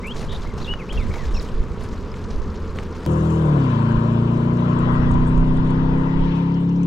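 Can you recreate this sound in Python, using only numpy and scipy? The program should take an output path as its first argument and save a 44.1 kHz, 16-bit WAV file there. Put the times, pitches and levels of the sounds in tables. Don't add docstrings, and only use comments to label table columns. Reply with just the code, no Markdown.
import sys
import numpy as np
from scipy import signal
from scipy.fft import rfft, irfft
from scipy.io import wavfile
from scipy.ndimage import uniform_filter1d

SR = 44100
rng = np.random.default_rng(int(sys.argv[2]) if len(sys.argv) > 2 else 0)


def master_out(mix):
    frames = np.transpose(np.atleast_2d(mix))
    ceiling = np.clip(frames, -1, 1)
    pcm = np.round(ceiling * 32767).astype(np.int16)
    wavfile.write(sys.argv[1], SR, pcm)


N = 302827
T = np.arange(N) / SR
CUT_S = 3.0633
SHIFT_S, BITE_S = 3.32, 3.75

# f/Hz, left minus right/dB
RIDE_PAN = [(110, 0), (200, 2), (380, 4.5), (700, 10), (1290, 16), (2380, 8), (4400, -0.5), (15000, 14.5)]
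# f/Hz, phase lead/rad
RIDE_LEAD = [(150, 0), (450, 0.35), (600, 1.1), (720, 3.2), (1100, 3.6), (2000, 3.2), (3100, 4.2),
             (3500, 1.6), (9000, 0.3)]
# f/Hz, likeness (1 = the same)
ROADSIDE_LIKENESS = [(1400, 0.99), (3100, 0.85), (7000, 1), (15000, 0.065)]
# f/Hz, left minus right/dB
ROADSIDE_PAN = [(400, 0.5), (2400, 2.5), (4400, -1), (8000, 4.5), (15000, 7)]


def motorcycle(puff=0.33, clatter=0.11):
    # t/s, level/dB
    effort = [(3.1, -32), (3.58, -29), (3.74, -35.5), (4.7, -30.8), (4.95, -31.8), (5.12, -33.3),
              (6.0, -33.5), (6.1, -35.5), (6.75, -41)]
    # f/Hz, level/dB
    gas_tone = [(30, -17), (80, -4), (200, 0), (330, -5), (450, -6.5), (610, -8), (730, -10.5), (1000, -22)]
    effort_db, = curves(effort)
    cycle_hz = engine_speed()
    cycles = 0.168 + np.cumsum(cycle_hz * (T > CUT_S)) / SR
    firing = np.cos(2 * np.pi * 4 * cycles)
    note = exhaust(cycle_hz, cycles, push_db=effort_db + 31.5)
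    gas_db = effort_db + by_gear(low_db=0, high_db=2, arch_db=2, db_per_s=-0.7)
    gas = gain_of(gas_db) * (1 + puff * firing) * ride_rush(gas_tone, patchy_db=2.5)
    return note + gas + tyres() + (1 + clatter * firing) * machinery() + air_hiss()


def exhaust(cycle_hz, cycles, push_db, shake=0.04, smear=0.39, stagger=2.85):
    # multiple of the cycle rate, low-gear level/dB, high-gear level/dB
    tones = [(1, -1.5, -6.0), (2, 4.1, -7.5), (3, 4.5, -8.0), (4, 13.6, 7.5), (5, 5.2, 11.7),
             (6, -5.0, 3.6), (7, -4.5, -6.0), (8, 5.0, 9.3), (9, 6.2, -0.5), (10, 1.3, -1.5),
             (11, 1.0, 0.0), (12, -4.0, 1.0), (13, 2.4, -1.8), (14, -4.3, -2.5), (15, 2.9, -2.6),
             (16, -8.5, -11.2), (17, -7.2, -4.5), (18, 0.4, -9.5), (19, 6.7, -7.5), (20, 1.7, 2.0),
             (21, -1.1, 3.6), (22, -2.9, 2.3)]
    # f/Hz, level/dB
    pipe = [(30, -14.6), (80, -5.4), (105, -3.1), (120, -6.3), (135, -10.4), (150, -11.3), (165, -9.3),
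            (180, -3.8), (210, -11.5), (230, -9.7), (250, -8.8), (275, -11.3), (300, -15.2), (325, -10.6),
            (350, -11.9), (375, -17.1), (410, -16.0), (450, -15.5), (490, -14.9), (530, -18.3),
            (620, -22.3), (700, -36.6), (950, -35.0)]
    firing_db = by_gear(low_db=-24, high_db=-24, arch_db=6, db_per_s=0)
    throb_db = by_gear(low_db=-24, high_db=-24, arch_db=-2.5, db_per_s=-0.15)
    engaged = shift_progress() ** 3
    grid_hz = np.fft.rfftfreq(8192, 1 / SR)
    log_gain = np.log(gain_of(read(pipe, grid_hz)))
    pipe_lag = -signal.hilbert(np.r_[log_gain, log_gain[-2:0:-1]]).imag[:len(grid_hz)]
    out = np.zeros((2, N))
    for k, low_db, high_db in tones:
        hz = k * cycle_hz
        upper = np.clip((hz - 250) / 250, 0, 1)
        level_db = low_db + (high_db - low_db) * engaged + (throb_db if k % 4 else firing_db)
        level_db += read(pipe, hz)
        level_db += 0.9 * upper * push_db
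        level_db += (0.7 + 1.8 * upper) * waver(hz=2.0)
        multiple = k - 0.01 * (k == 5)
        phase = 2 * np.pi * multiple * cycles + np.interp(hz, grid_hz, pipe_lag)
        phase += smear * k ** 2
        phase += stagger * (k % 2)
        pair = np.cos([phase, phase - read(RIDE_LEAD, hz)])
        out += np.sqrt(2) * gain_of(level_db) * pair * sides(read(RIDE_PAN, hz))
    return out * (1 + shake * waver(hz=61.4))


def engine_speed(top_hz=40.6, bite_hz=27.92, low_hz_per_s=7.4, high_hz_per_s=2.27):
    fall = (bite_hz - top_hz) * shift_progress() ** 1.65
    climb = low_hz_per_s * np.minimum(T - SHIFT_S, 0) + high_hz_per_s * np.maximum(T - BITE_S, 0)
    return top_hz + fall + climb


def shift_progress():
    return np.clip((T - SHIFT_S) / (BITE_S - SHIFT_S), 0, 1)


def by_gear(low_db, high_db, arch_db, db_per_s):
    progress = shift_progress()
    arch = arch_db * np.sin(np.pi * progress) ** 2
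    return low_db + (high_db - low_db) * progress + arch + db_per_s * np.maximum(T - BITE_S, 0)


def tyres():
    # f/Hz, level/dB
    hum_tone = [(600, -28.5), (820, -20), (915, 2), (1030, -1.5), (1170, -10), (1700, -26.5)]
    ring_tone = [(1600, -26.5), (1930, 0.5), (2200, -20), (3500, -49.5)]
    roar_tone = [(500, -18), (780, -1), (1000, -3.5), (1420, -4), (1680, -8.5), (2100, -21), (3000, -40)]
    # t/s, ratio to its usual pitch
    hum_pitch = [(3.1, 1.025), (4.5, 1.04), (4.95, 1.06), (5.5, 1.0), (6.85, 0.96)]
    # t/s, level/dB
    ring_level = [(4.4, -71), (4.97, -45), (5.36, -59.5), (6.14, -49.5), (6.6, -69)]
    steady_hum = ride_rush(hum_tone, patchy_db=-1)
    pitch_ratio, = curves(hum_pitch)
    position_s = np.cumsum(pitch_ratio * (T > CUT_S)) / SR + CUT_S / 2
    hum = np.array([np.interp(position_s, T, side) for side in steady_hum])
    hum *= gain_of(by_surface(db=-37.5, follows=0.54, db_per_s=0.33))
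    ring = gain_of(curves(ring_level)[0]) * ride_rush(ring_tone, patchy_db=-1.5)
    roar_db = by_surface(db=-38.8, follows=0.78, db_per_s=-0.75)
    return hum + ring + gain_of(roar_db) * ride_rush(roar_tone, patchy_db=2)


def by_surface(db, follows, db_per_s, usual_db=-34.5):
    # t/s, level/dB
    surface = [(3.1, -37.5), (3.62, -35), (3.95, -34), (4.53, -39), (4.92, -27), (5.45, -38.5),
               (5.9, -35.5), (6.2, -37), (6.55, -43), (6.66, -49.5)]
    surface_db, = curves(surface)
    return db + follows * (surface_db - usual_db) + db_per_s * (T - CUT_S)


def machinery():
    # f/Hz, level/dB
    tone = [(1000, -7.5), (2250, -1), (3100, -0.5), (3800, -6.5), (4600, -12), (6000, -18), (9000, -49.5)]
    # peak t/s, half-length/s, boost/dB
    swells = [(3.718, .2, 3.0), (6.33, .13, 4.5)]
    level_db = by_surface(db=-49, follows=0.33, db_per_s=0.2)
    level_db += sum(db * np.exp(-((T - s) / half_s) ** 2) for s, half_s, db in swells)
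    return gain_of(level_db) * ride_rush(tone, patchy_db=2)


def air_hiss():
    # f/Hz, level/dB
    tone = [(1500, -25.5), (4800, -7), (7000, 0.5), (8500, -5), (10500, -11.5), (12500, -16.5),
            (16000, -23.5)]
    level_db = by_gear(low_db=-56.5, high_db=-63.5, arch_db=-1.5, db_per_s=-2.5)
    return gain_of(level_db) * ride_rush(tone, patchy_db=2.5, size=256)


def grit():
    # t/s, relative peak/dB, centre f/Hz, decay/s
    stones = [(4.5697, -45, 6500, .003), (4.7318, -42, 5100, .003), (4.7875, -39, 7250, .006),
              (4.92, -48, 8500, 0.034), (5.113, -37, 7300, .008), (5.1399, -40, 6510, .007),
              (5.269, -42, 8100, 0.027), (5.376, -38.5, 6780, 0.0039), (5.4661, -44, 4800, 0.0027),
              (5.571, -45, 7540, 0.0024), (5.67, -49, 7010, 0.033), (5.703, -45, 7500, 0.0043),
              (5.98, -51.5, 7500, 0.03), (6.36, -55, 9420, 0.065), (6.5202, -42, 4784, .003),
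              (6.5423, -41, 5200, 0.0054), (6.6, -54, 8300, 0.043), (6.6923, -41, 5400, .003),
              (6.7585, -41, 5340, 0.016), (6.832, -38, 6650, 0.0029)]
    return ticks(stones, db=-3, octaves=0.35, scatter_db=11.5)


def warbler(db=-0.8, db_per_octave=17, flutter_db=2.6, echo_db=-13, echo_s=0.035):
    # start t/s, length/s, opening f/Hz, middle f/Hz, closing f/Hz, relative level/dB
    notes = [(0.023, 0.11, 2020, 2600, 3480, -37), (0.198, 0.018, 3500, 4200, 4830, -47),
             (0.455, 0.023, 1930, 2120, 2250, -44), (0.498, 0.031, 2290, 2090, 1900, -50),
             (0.58, 0.045, 4300, 5750, 4940, -56), (0.604, 0.031, 3600, 4000, 4730, -45),
             (0.642, 0.031, 4300, 3320, 3770, -40), (0.67, 0.086, 2680, 2903, 2870, -33),
             (0.789, 0.044, 2790, 2340, 1960, -41.5), (0.888, 0.032, 2040, 3030, 3140, -36.5),
             (0.968, 0.077, 3000, 2330, 2010, -43), (0.929, 0.056, 3300, 3170, 3380, -48),
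             (0.986, 0.054, 3660, 3600, 3900, -54), (1.103, 0.026, 1990, 2270, 2100, -45),
             (1.147, 0.019, 1990, 2280, 2050, -42.5), (1.177, 0.088, 2066, 1900, 1580, -46.5),
             (1.335, 0.061, 5740, 5470, 5650, -44.5), (1.346, 0.045, 2780, 2610, 2250, -45),
             (1.36, 0.012, 3800, 3970, 4700, -41), (1.395, 0.021, 5540, 3830, 4040, -42),
             (2.116, 0.0053, 5400, 5100, 4900, -45), (2.688, 0.025, 4330, 4240, 4200, -56)]
    trill = [(0.283 + k * 0.0125, 0.021, 2750, 3480, 3900, -42) for k in range(6)]
    song = np.zeros(N)
    unsteady, flutter = waver(hz=402), gain_of(flutter_db * waver(hz=70))
    for s, length_s, open_hz, middle_hz, close_hz, level_db in notes + trill:
        t = np.arange(0, length_s, 1 / SR)
        progress = t / length_s
        arch_hz = (middle_hz - (open_hz + close_hz) / 2) * (1 - (2 * progress - 1) ** 2)
        hz = open_hz + (close_hz - open_hz) * progress + arch_hz
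        effort_db = level_db + db_per_octave * np.log2(hz / middle_hz)
        burr = np.interp(effort_db, [-41, -32], [0.034, 0.005])
        pitch_hz = hz * (1 + burr * np.interp(s + t, T, unsteady))
        whistle = np.sqrt(2) * np.sin(2 * np.pi * np.cumsum(pitch_hz) / SR)
        envelope = signal.windows.tukey(len(t), 0.3) * np.interp(s + t, T, flutter)
        add(song, s, gain_of(effort_db + db) * envelope * whistle)
    trees = rng.standard_normal((2, SR // 2)) * np.exp(-T[:SR // 2] / echo_s)
    echo = signal.fftconvolve(song[None], trees / np.linalg.norm(trees[0]), axes=1)[:, :N]
    return song * sides(pan_db=2.5)[:, None] + gain_of(echo_db) * echo


def grass(db=3, stir_db=-51.5, grain_db=2, attack_s=0.0041, release_s=0.055):
    # f/Hz, level/dB
    tone = [(250, -3), (400, 13), (750, 9), (2200, -0.5), (4400, -2.5), (7000, -8.5), (8300, -14.5),
            (10500, -19), (12500, -20.5), (15500, -19)]
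    # start t/s, length/s, relative level/dB
    brushes = [(0.142, 0.076, -41.5), (0.316, 0.033, -42), (0.418, .025, -44), (0.567, 0.11, -45.5),
               (0.921, 0.012, -40), (0.98, 0.16, -48), (1.135, 0.033, -41.5), (1.23, 0.019, -43.5),
               (1.306, 0.071, -45), (1.401, 0.056, -44.5), (1.803, 0.047, -46), (1.916, 0.021, -48),
               (2.137, 0.036, -49.5), (2.285, 0.041, -49.5), (2.75, 0.044, -45.5), (2.945, 0.13, -50)]
    # t/s, relative peak/dB, centre f/Hz, decay/s
    snaps = [(.068, -35.5, 7840, 0.015), (.1605, -27, 1090, 0.0044), (.163, -28, 4080, 0.046),
             (.4276, -40, 3570, 0.007), (.45, -27, 900, 0.0024), (.579, -44, 5000, 0.0057),
             (.7375, -16.5, 1180, 0.0014), (.929, -31.5, 6170, 0.004), (1.14, -21.5, 1290, 0.0039),
             (1.2548, -30.5, 3900, 0.0073), (1.42, -35, 7500, .012), (1.835, -38, 6800, .012),
             (1.8876, -37, 5000, .003), (1.94, -43, 6500, .005), (2.141, -26, 1900, 0.0025),
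             (2.163, -35, 3470, .002), (2.183, -43, 4200, .003), (2.24, -35, 4250, .004),
             (2.306, -34, 3750, 0.0089), (2.36, -37, 4296, .003), (2.418, -38, 4480, .01),
             (2.502, -37, 4280, .004), (2.557, -38, 4500, .005), (2.693, -43, 4250, .005),
             (2.787, -16.5, 1390, 0.002), (2.963, -40, 4240, .008), (3.05, -34, 4270, .005)]
    power = gain_of(stir_db) ** 2
    for s, length_s, brush_db in brushes:
        rise = np.clip((T - s) / attack_s, 0, 1)
        fall = np.exp(-np.maximum(T - s - length_s, 0) / release_s)
        power = power + (gain_of(brush_db) * rise * fall) ** 2
    grains = evened(gain_of(grain_db * waver(hz=162)))
    noise = rush(tone, ROADSIDE_LIKENESS, ROADSIDE_PAN, patchy_db=2.5, size=256)
    rustle = gain_of(db) * np.sqrt(power) * grains * noise
    return rustle + ticks(snaps, db=-2, octaves=0.64, scatter_db=3.5, widen=0.3)


def wind(db=-1.5, breeze_db=-39, likeness=0.84, pan_db=-3):
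    # peak t/s, length/s, relative level/dB
    gusts = [(0.354, 0.38, -25), (0.708, 0.1, -24), (0.976, 0.081, -18), (1.102, 0.1, -21),
             (1.328, 0.12, -17), (1.59, 0.065, -15), (1.8, 0.61, -27.5), (2.39, 0.11, -20.5),
             (2.647, 0.5, -29.5), (3.964, 0.028, -19), (4.2, 1.1, -42), (4.95, 0.26, -24),
             (5.167, 0.23, -16.5), (5.39, 0.042, -10), (5.547, 0.23, -18), (5.89, 0.22, -20),
             (6.214, 0.089, -16), (6.762, 0.16, -38)]
    # f/Hz, level/dB
    tone = [(4, -20.5), (16, -2.5), (32, -10), (55, -10.5), (85, -14.5), (130, -31), (250, -51), (600, -61)]
    power = gain_of(breeze_db) ** 2
    for s, length_s, gust_db in gusts:
        power = power + gain_of(gust_db) ** 2 * 0.5 ** ((2 * (T - s) / length_s) ** 2)
    swirls = rush(tone, [(30, likeness)], [(30, pan_db)], patchy_db=-3.5, size=4096)
    swirls /= np.sqrt(uniform_filter1d(swirls.mean(0) ** 2, size=5000))
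    return gain_of(db) * np.sqrt(power) * swirls


def distant_engine(waver_db=3):
    # t/s, f/Hz, level/dB
    drone = [(1.5, 89, -68), (1.9, 85.3, -40), (2.3, 80.66, -35), (3.06, 83.1, -33.5)]
    hz, level_db = curves(drone)
    level_db += waver_db * waver(hz=3.9)
    return np.sqrt(2) * gain_of(level_db) * np.sin(2 * np.pi * np.cumsum(hz) / SR)


def valley(db=-32):
    # f/Hz, level/dB
    tone = [(50, -32), (100, 1.5), (140, -4), (205, 0), (290, -10.5), (360, -8), (425, -4.5), (590, -19),
            (750, -27.5), (970, -15.5), (1300, -20), (1920, -30.5), (6500, -50.5), (15000, -80)]
    return gain_of(db) * rush(tone, ROADSIDE_LIKENESS, ROADSIDE_PAN, patchy_db=0.65)


def ticks(rows, db, octaves, scatter_db, widen=0.0, rise_s=0.00041, clump_db=3):
    t, hz = T[:8192], np.fft.rfftfreq(8192, 1 / SR)
    out = np.zeros((2, N))
    for s, peak_db, centre_hz, decay_s in rows:
        width = octaves * gain_of(widen * (peak_db + 37.5))
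        colour = np.exp(-(np.log2((hz + 1) / centre_hz) / width) ** 2)
        clumps = evened(uniform_filter1d(rng.standard_normal(len(t)), size=80))
        grains = rng.laplace(size=len(t)) * gain_of(clump_db * clumps)
        burst = irfft(rfft(grains) * colour) * np.exp(-t / decay_s) * np.minimum(t / rise_s, 1)
        burst *= gain_of(peak_db + db) / abs(burst).max()
        add(out, s, burst * sides(scatter_db * rng.standard_normal())[:, None])
    return out


def ride_rush(tone, patchy_db, size=1024):
    # f/Hz, likeness (1 = the same)
    likeness = [(300, 1.0), (600, 0.9), (820, 0.78), (1100, 0.58), (1450, 0.2), (2200, 0.62), (3800, 0.6),
                (4600, 0.22)]
    return rush(tone, likeness, RIDE_PAN, patchy_db, size, lead=RIDE_LEAD)


def rush(tone, likeness, pan, patchy_db, size=1024, lead=None):
    hz = np.fft.rfftfreq(size, 1 / SR)
    a, b, c, d, patches = rng.standard_normal((5, N * 4 // size + 5, len(hz)))
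    patches = evened(uniform_filter1d(uniform_filter1d(patches, size=8, axis=0), size=12, axis=1))
    alike = np.clip(read(likeness, hz), -1, 1)
    left = a + 1j * b
    right = alike * left + np.sqrt(1 - alike ** 2) * (c + 1j * d)
    if lead:
        right *= np.exp(-1j * read(lead, hz))
    spectra = np.array([left, right]) * sides(read(pan, hz))[:, None]
    spectra *= gain_of(read(tone, hz) + patchy_db * patches)
    spectra /= 1 + (hz / tone[-1][0]) ** 4
    noise = signal.istft(spectra.transpose(0, 2, 1), nperseg=size, noverlap=size - size // 4)[1][:, :N]
    return noise / noise.mean(0).std()


def waver(hz):
    smoothing = np.exp(-(np.fft.rfftfreq(N, 1 / SR) / hz) ** 2)
    return evened(irfft(rfft(rng.standard_normal(N)) * smoothing, N))


def sides(pan_db):
    pair = gain_of(np.array([pan_db, -pan_db]) / 2)
    return pair / pair.mean(0)


def gain_of(db):
    return 10 ** (np.asarray(db) / 20)


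def evened(x):
    return x / np.sqrt(np.mean(x ** 2) + 1e-20)


def read(points, hz):
    f, value = np.transpose(points)
    return np.interp(np.log(hz + 1), np.log(f + 1), value)


def curves(rows):
    s, *columns = np.transpose(rows)
    return [np.interp(T, s, column) for column in columns]


def add(mix, s, sound):
    part = mix[..., max(round(s * SR), 0):][..., :sound.shape[-1]]
    part += sound[..., :part.shape[-1]]


def scene():
    roadside = distant_engine() + valley() + grass() + warbler()
    ride = motorcycle() + grit()
    ride *= 1 - 0.45 * np.exp(-abs(T - CUT_S) / 0.003)
    return np.where(T < CUT_S, roadside, ride) + wind()


def record(dry, edge_hz=15900):
    low_pass = signal.firwin(511, edge_hz, window=("kaiser", 9), fs=SR)
    return signal.oaconvolve(dry, low_pass[None], "same")


dry = scene()
out = record(dry)
master_out(out)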